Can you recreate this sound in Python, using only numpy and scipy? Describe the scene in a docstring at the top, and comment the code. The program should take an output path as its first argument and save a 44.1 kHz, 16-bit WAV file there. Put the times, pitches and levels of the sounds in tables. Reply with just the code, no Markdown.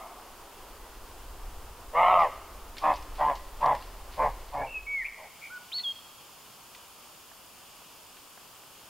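"""Wind rumbles on the microphone in a winter wood, and a far bird gives one faint note.
A roe deer pushes air through its vocal folds and throat in one long, hoarse bark,
then gives short barks as it bounds off through dry leaves and snapping twigs.
During its last barks the wood fades into a quieter evening place, where a blackbird
whistles one phrase from a treetop and the trees throw it back."""
import sys
import numpy as np
from scipy import signal
from scipy.fft import rfft, irfft, next_fast_len
from scipy.io import wavfile
from scipy.ndimage import uniform_filter1d, map_coordinates

SR = 44100
rng = np.random.default_rng(int(sys.argv[2]) if len(sys.argv) > 2 else 0)


def inscribe(sig):
    """Save sig as 16-bit PCM at rate SR to the path in sys.argv[1].

    A 1-D sig is mono; a 2-D sig holds one channel per row.
    Samples are clipped to [-1, 1] before scaling.
    """
    pcm = np.round(np.clip(np.atleast_2d(sig).T, -1, 1) * 32767)
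    wavfile.write(sys.argv[1], SR, pcm.astype(np.int16))


N = 392049
T = np.arange(N) / SR

# The tone of the deer's throat, stretched for a long bark: frequency_hz, level_db
STRETCHED_THROAT = [(120, -22), (400, -27.5), (520, -12.5), (700, 8), (830, -0.5), (1100, 3), (1280, 0.5),
                    (1410, -18), (1670, -31), (2130, -8.5), (2400, -20), (3000, -21.5), (4100, -41.5),
                    (7500, -61)]
# The tone of dry twigs and leaves: frequency_hz, level_db
CRACKLE_TONE = [(800, -26), (2000, 7.5), (3300, 5), (5000, 5), (6500, -14), (10000, -11), (15000, -22)]


def amp(db):
    """Turns decibels into a number to multiply by."""
    return 10 ** (np.asarray(db) / 20)


def unit(x):
    """Scales a sound to an average strength (rms) of 1."""
    return x / np.sqrt(np.mean(x ** 2) + 1e-20)


def gain_at(tone, hz):
    """How strongly a tone table lets each frequency through."""
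    table_hz, db = np.transpose(tone)
    return amp(np.interp(np.log(hz + 1), np.log(table_hz + 1), db))


def follow(rows, t):
    """Reads a table at the times t, gliding from row to row."""
    time_s, *columns = np.transpose(rows)
    return [np.interp(t, time_s, column) for column in columns]


def colour(x, tone):
    """Filters a sound with a tone table and scales it to strength 1."""
    size = x.shape[-1]
    padded = next_fast_len(size)
    spectrum = rfft(x, padded) * gain_at(tone, np.fft.rfftfreq(padded, 1 / SR))
    return unit(irfft(spectrum, padded)[..., :size])


def wander(size, hz):
    """A smooth random wobble, up to about hz times a second."""
    return map_coordinates(rng.standard_normal(1024), [np.arange(size) * 2 * hz / SR], order=2)


def add(mix, start_s, sound):
    """Mixes a sound in at its start time."""
    part = mix[round(start_s * SR):][:len(sound)]
    part += sound[:len(part)]


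def hiss(db):
    """Microphone hiss, different on the left and right."""
    tone = [(30, -4.0), (200, 5.0), (600, 0.5), (2000, -0.5), (15000, 2.5)]  # frequency_hz, level_db
    return amp(db) * colour(rng.standard_normal((2, N)), tone)


def far_trees(tone, ripple, delay_s=0.0005045):
    """The rush of far trees; a flipped echo inside the microphone housing ripples its tone."""
    rush = colour(rng.standard_normal(N), tone) * amp(.5 * wander(N, 6.1))
    return unit(rush - ripple * np.interp(T - delay_s, T, rush))


def wind(buffet_db=-0.5, buffet_hz=4.1):
    """Wind on the microphone: a low rumble that swells slowly and wavers at random."""
    # The deep tone of the rumble: frequency_hz, level_db
    rumble_tone = [(12, -1.5), (28, 3.5), (45, 0.5), (70, -8), (95, -14.5), (125, -22.5), (170, -32.5),
                   (300, -41), (800, -72)]
    # The rise and fall of the wind: time_s, level_db
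    gusts = [(0, -58.5), (.9, -51), (1.53, -43), (1.9, -45.5), (2.75, -48.5), (3.15, -40.5), (3.55, -46.5),
             (4.3, -42.5), (4.7, -50), (5.08, -57), (5.27, -74)]
    rumble = colour(rng.standard_normal(N), rumble_tone)
    return rumble * amp(follow(gusts, T)[0] + buffet_db * wander(N, buffet_hz))


def lingering_echo(db=-43, ring_s=1.2):
    """At the start, the wood still rings with an earlier bark."""
    return colour(rng.standard_normal(N), STRETCHED_THROAT) * amp(db - 60 * T / ring_s)


def with_tree_echoes(sound, echo_db, ring_s, first_s, tone, trunks_per_s=700):
    """Adds scattered echoes from the trunks, dying away by 60 dB in ring_s."""
    t = np.arange(SR) / SR
    echoes = np.sign(rng.standard_normal(SR)) * (rng.random(SR) < trunks_per_s / SR)
    echoes = echoes * amp(-60 * t / ring_s) * (t > first_s)
    echoes /= np.linalg.norm(echoes)
    tail = irfft(rfft(echoes) * gain_at(tone, np.fft.rfftfreq(SR, 1 / SR)))
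    return sound + amp(echo_db) * signal.fftconvolve(sound, tail)[:N]


def leaves(grains_per_s=2500, rise_db_per_s=400, settle_db_per_s=47):
    """Dry leaves crackle each time the deer lands, then settle."""
    # The hooves landing: time_s, level_db
    landings = [(2.8, -52.5), (3.16, -55), (3.36, -58.5), (3.77, -55), (4.13, -53.5), (4.49, -58.5)]
    grains = rng.standard_normal(N) * (rng.random(N) < grains_per_s / SR)
    rustles_db = [db - np.maximum(rise_db_per_s * (time_s - T), settle_db_per_s * (T - time_s))
                  for time_s, db in landings]
    return colour(grains, CRACKLE_TONE) * amp(np.max(rustles_db, axis=0))


def twigs(gain_db=-5):
    """Dry wood cracks in short bursts; thinner twigs sound higher."""
    # Snaps under the hooves, later around the bird: start_s, relative_db, ring_s, pitch_factor
    snaps = [(2.192, -45, 0.4, 1.05), (2.768, -37.5, 0.077, 0.83), (2.782, -32, .055, 1.11),
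             (2.937, -40.5, 0.13, 0.98), (2.958, -41.5, 0.13, 1.2), (3.025, -42, .05, 1.1),
             (3.354, -40, .084, 1.24), (3.61, -42, 0.046, 1), (3.636, -41, .03, 1),
             (3.66, -35.5, 0.033, 1.04), (3.75, -33, .029, 0.93), (3.824, -41, .04, 0.92),
             (6.749, -38, 0.03, 0.95), (7.315, -41, .033, .37), (8.169, -42, .036, .85),
             (8.375, -41, .034, 0.34), (8.635, -43, .027, 0.5)]
    out, t = np.zeros(N), np.arange(8192) / SR
    for start_s, db, ring_s, pitch_factor in snaps:
        tone = [(hz * pitch_factor, level) for hz, level in CRACKLE_TONE]
        crack = colour(rng.standard_normal(len(t)), tone)
        add(out, start_s, crack * amp(db + gain_db - 60 * t / ring_s))
    return out


def birds(edge_db=-9, flutter_db_per_hz=0.0265):
    """Nearly pure whistles that swoop onto a pitch and slide off; trills shake pitch and loudness."""
    # A far bird's note, then the blackbird, whose two-sided voice box can overlap notes:
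    # start_s, length_s, level_db, loudest_at (0-1), first_hz, held_hz, last_hz, trill_hz, depth_hz
    notes = [(.79, .19, -66, 0.37, 2080, 1955, 1900, 2, 0),
             (4.557, 0.099, -45.5, 0.87, 2090, 2206, 2460, 47, 36),
             (4.663, 0.098, -43.5, 0.93, 2750, 2725, 2633, 56.5, 97),
             (4.74, .056, -34, 0.53, 2705, 2562, 2540, 3, 3),
             (4.862, 0.18, -31, 0.53, 2220, 2254, 1728, 7, 1.5),
             (5.042, 0.033, -35.5, .42, 2130, 2457, 2600, 162, 208),
             (5.412, 0.067, -44, 0.66, 2310, 2350, 2380, 58, 140),
             (5.498, 0.085, -40, 1, 1300, 1492, 1433, 0, 3),
             (5.715, .106, -32.5, 0.63, 1934, 4474, 4150, 162, 51),
             (5.78, 0.027, -52, 0.61, 1930, 2024, 1870, 0, 0),
             (5.781, 0.023, -42.5, .5, 1900, 4200, 1700, 0, 0),
             (5.832, 0.095, -30.5, 0.44, 3670, 3262, 3204, 2, 0)]
    # The pure tones in a whistle: pitch_multiple, level_db
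    harmonics = [(1, 0), (2, -38), (3, -36)]
    out = np.zeros(N)
    for start_s, length_s, db, loudest_at, first_hz, held_hz, last_hz, trill_hz, depth_hz in notes:
        t = np.arange(0, length_s, 1 / SR)
        progress = t / length_s
        swoop_hz = (first_hz - held_hz) * (1 - progress) ** 7.7
        hz = held_hz + swoop_hz + (last_hz - held_hz) * progress ** 4
        swing_hz = (depth_hz + 0.21 * abs(swoop_hz)) * (trill_hz > 0)
        trill = np.clip(np.sin(2 * np.pi * trill_hz * t) + 0.7 * wander(len(t), 339), -1, 1)
        waver = 1 + .002 * wander(len(t), 80)
        cycles = np.cumsum(hz * waver + swing_hz * trill) / SR
        # the beak lets out no overtones of the highest notes
        whistle = sum(amp(part_db) * np.sin(2 * np.pi * k * cycles)
                      * np.clip((7800 - k * hz) / 1500, 0, 1) for k, part_db in harmonics)
        swell_db = edge_db * np.interp(progress, [0, loudest_at, 1], [1, 0, 1]) ** 2
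        flutter_db = flutter_db_per_hz * np.minimum(swing_hz, 150) * trill
        loudness = amp(db + swell_db - flutter_db) * signal.windows.tukey(len(t), .13)
        add(out, start_s, unit(whistle) * loudness)
    return out


def effort(t, rise_s, fall_s, edge_db, bend):
    """A bark builds up, holds and gives out; in dB compared with full effort."""
    slack = np.maximum(1 - (t - t[0]) / rise_s, 1 - (t[-1] - t) / fall_s)
    return edge_db * np.clip(slack, 0, 1) ** bend


def vocal_folds(cycles, roughness, rasp_db):
    """The deer's vocal folds buzz unevenly and let through puffs of air."""
    size = len(cycles)

    def buzz(multiples):
        """Many paths through the thicket put the tones of the buzz out of step."""
        return sum(np.cos(2 * np.pi * (k * cycles + 0.73 * rng.random()))
                   * amp(4.3 * wander(size, 14.54)) for k in multiples)

    harmonics = np.arange(1, 23)
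    pulses = buzz(harmonics) + amp(-9) * buzz(harmonics + .5)  # strong and weak pulses take turns
    puffs = (0.41 + np.exp(-(cycles % 1) / .5)) * rng.standard_normal(N)[:size]
    source = np.sqrt(1 - roughness) * unit(pulses) + np.sqrt(roughness) * unit(puffs)
    return source * amp(rasp_db * wander(size, 69.2))


def bark(t, effort_db, pitch_hz, mouth, throat, roughness, bright_db,
         chest_db=-27, rasp_db=1.5, octave_gain=.85, brighten_db_per_s=0):
    """The buzz passes through a throat that rings higher as the mouth opens."""
    size, age_s = len(t), t - t[0]
    cycles = np.cumsum(pitch_hz * (1 + .025 * wander(size, 110.3))) / SR
    source = vocal_folds(cycles, roughness, rasp_db)
    # cut the sound into short slices, each with its own tone
    hz, slice_s, slices = signal.stft(source, SR, nperseg=512, noverlap=384)
    hz = hz[:, None]
    strain_db = np.interp(slice_s, age_s, effort_db - np.max(effort_db))
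    slope_db = bright_db + brighten_db_per_s * slice_s + 0.045 * strain_db  # harder is brighter
    tilt = amp(slope_db * np.log2(1 + hz / 1000))
    patches = uniform_filter1d(rng.standard_normal((len(hz), len(hz))), size=2, axis=0)
    patches = unit(uniform_filter1d(patches, size=20, axis=1))[:, :len(slice_s)]
    flicker = amp(3.5 * patches * np.minimum(hz / 1800, 1))  # the higher tones come and go
    ringing = gain_at(throat, hz / np.interp(slice_s, age_s, mouth))
    voice = signal.istft(slices * tilt * flicker * ringing, SR, nperseg=512, noverlap=384)[1][:size]
    voice /= np.sqrt(uniform_filter1d(voice ** 2, size=700) + 1e-12)  # steady lungs hold the loudness
    # the two lowest tones leave through the chest
    chest = amp(chest_db) * (np.sin(2 * np.pi * cycles) + octave_gain * np.sin(4 * np.pi * cycles))
    return amp(effort_db) * (voice + chest) * signal.windows.tukey(size, .05)


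def long_bark(start_s=1.925, length_s=0.38, db=-19.5):
    """The deer's opening bark rises and falls in pitch as its mouth opens and closes."""
    # The arch of the bark: time_s, pitch_hz, mouth_factor (scales the throat's frequencies)
    arch = [(1.93, 150, 0.85), (1.97, 166.3, 0.95), (2.03, 177.2, 0.99), (2.1, 183.5, 1.027),
            (2.16, 185.8, 0.97), (2.21, 169.9, 1.014), (2.25, 151.4, 0.87), (2.3, 128, 0.73)]
    out = np.zeros(N)
    t = start_s + np.arange(0, length_s, 1 / SR)
    effort_db = db + effort(t, rise_s=0.083, fall_s=0.11, edge_db=-35, bend=3.25)
    pitch_hz, mouth = follow(arch, t)
    add(out, start_s, bark(t, effort_db, pitch_hz, mouth, STRETCHED_THROAT, roughness=.56,
                           bright_db=-0.9, chest_db=-27.5, rasp_db=3.0, octave_gain=.4,
                           brighten_db_per_s=5.5))
    return out


def short_barks(pitch_sag=0.1377, tired_from_s=4):
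    """The running deer gives short, hoarse barks, each sagging in pitch."""
    # One row a bark: start_s, length_s, level_db, pitch_hz, first_mouth_factor, last_mouth_factor,
    # roughness (0-1), brightness_db_per_octave
    barks = [(2.815, 0.15, -22, 158.3, 1.06, 0.97, 0.81, -0.5),
             (3.178, 0.19, -23.5, 151.1, 1.003, .97, 0.5, 0.2),
             (3.602, 0.18, -22, 152.1, 1.044, 0.91, 0.87, 1.4),
             (4.168, 0.15, -24, 151.2, 0.94, 1, 0.58, -2.5),
             (4.515, .19, -32, 145.9, 1.04, 0.82, 0.76, -3.5), (5.158, 0.15, -49, 160, 1.06, 0.73, 0.9, -1)]
    # The tone of the slack throat: frequency_hz, level_db
    slack_throat = [(110, -19.5), (200, -33), (285, -14), (380, -36), (570, -6.5), (730, 1), (860, -6),
                    (1040, 5.5), (1200, -12.5), (1480, -25), (1990, -18), (2200, -25), (2450, -30),
                    (2750, -34.5), (3500, -34), (5000, -71)]
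    # The throat slackens further as the deer runs on: frequency_hz, level_db
    tired_throat = [(110, -10), (200, -21), (280, -13), (390, -48), (545, 1.5), (720, -0.5), (930, 3.5),
                    (1080, 5.5), (1270, -18), (1480, -20.5), (1880, -13.5), (2100, -20.5), (2480, -18),
                    (2850, -35), (6000, -58)]
    out = np.zeros(N)
    for start_s, length_s, db, hz, first_mouth, last_mouth, roughness, bright_db in barks:
        t = start_s + np.arange(0, length_s, 1 / SR)
        progress = np.linspace(0, 1, len(t))
        effort_db = db + effort(t, rise_s=.035, fall_s=0.37 * length_s, edge_db=-25, bend=1.4)
        pitch_hz = hz * (1 - pitch_sag * progress ** 2)
        mouth = first_mouth + (last_mouth - first_mouth) * progress
        throat = slack_throat if start_s < tired_from_s else tired_throat
        add(out, start_s, bark(t, effort_db, pitch_hz, mouth, throat, roughness, bright_db))
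    return out


def scene(fade_s=(4.42, 5.37)):
    """The wood with the deer fades into the evening with the blackbird."""
    # The tone of the far trees in each place: frequency_hz, level_db
    wood_tone = [(30, -18), (150, -6), (250, -0.5), (400, 3), (600, -1.5), (1000, 1), (1250, -2),
                 (1650, -6), (2300, -9.5), (3000, -10.5), (4500, -13.5), (9000, -18.5), (15000, -22)]
    evening_tone = [(25, 0), (80, 3.5), (250, 0), (600, -2.5), (1100, 0.5), (1700, -5), (3000, -3.5),
                    (5000, -7.5), (7000, -10), (10000, -14.5), (15000, -20.5)]
    # The tone of each animal's echo: frequency_hz, level_db
    bark_echo = [(550, 5.0), (800, -3.5), (1180, 2.5), (1900, 6.5), (3000, 11.5)]
    song_echo = [(1400, -3), (2200, 2.5), (3300, -6.5), (4500, -7)]
    blend = np.interp(T, fade_s, [0, 1])
    rumble = wind() * np.minimum(1, 10 * (1 - blend))
    wood = amp(-50.5) * far_trees(wood_tone, ripple=0.23) + hiss(-54.5) + lingering_echo()
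    evening = amp(-54.0) * far_trees(evening_tone, ripple=0.47) + hiss(-53.0)
    deer = long_bark() + short_barks()
    barks = with_tree_echoes(deer, echo_db=-21.0, ring_s=1.1, first_s=0.006, tone=bark_echo)
    song = with_tree_echoes(birds(), echo_db=-10, ring_s=0.89, first_s=0.024, tone=song_echo)
    return (1 - blend) * wood + blend * evening + rumble + leaves() + twigs() + song + barks


def record(dry, cutoff_hz=15800):
    """Cuts away the very highest treble."""
    low_pass = signal.firwin(511, cutoff_hz, window=("kaiser", 9), fs=SR)
    return signal.oaconvolve(dry, low_pass[None], "same")


dry = scene()
out = record(dry)
inscribe(out)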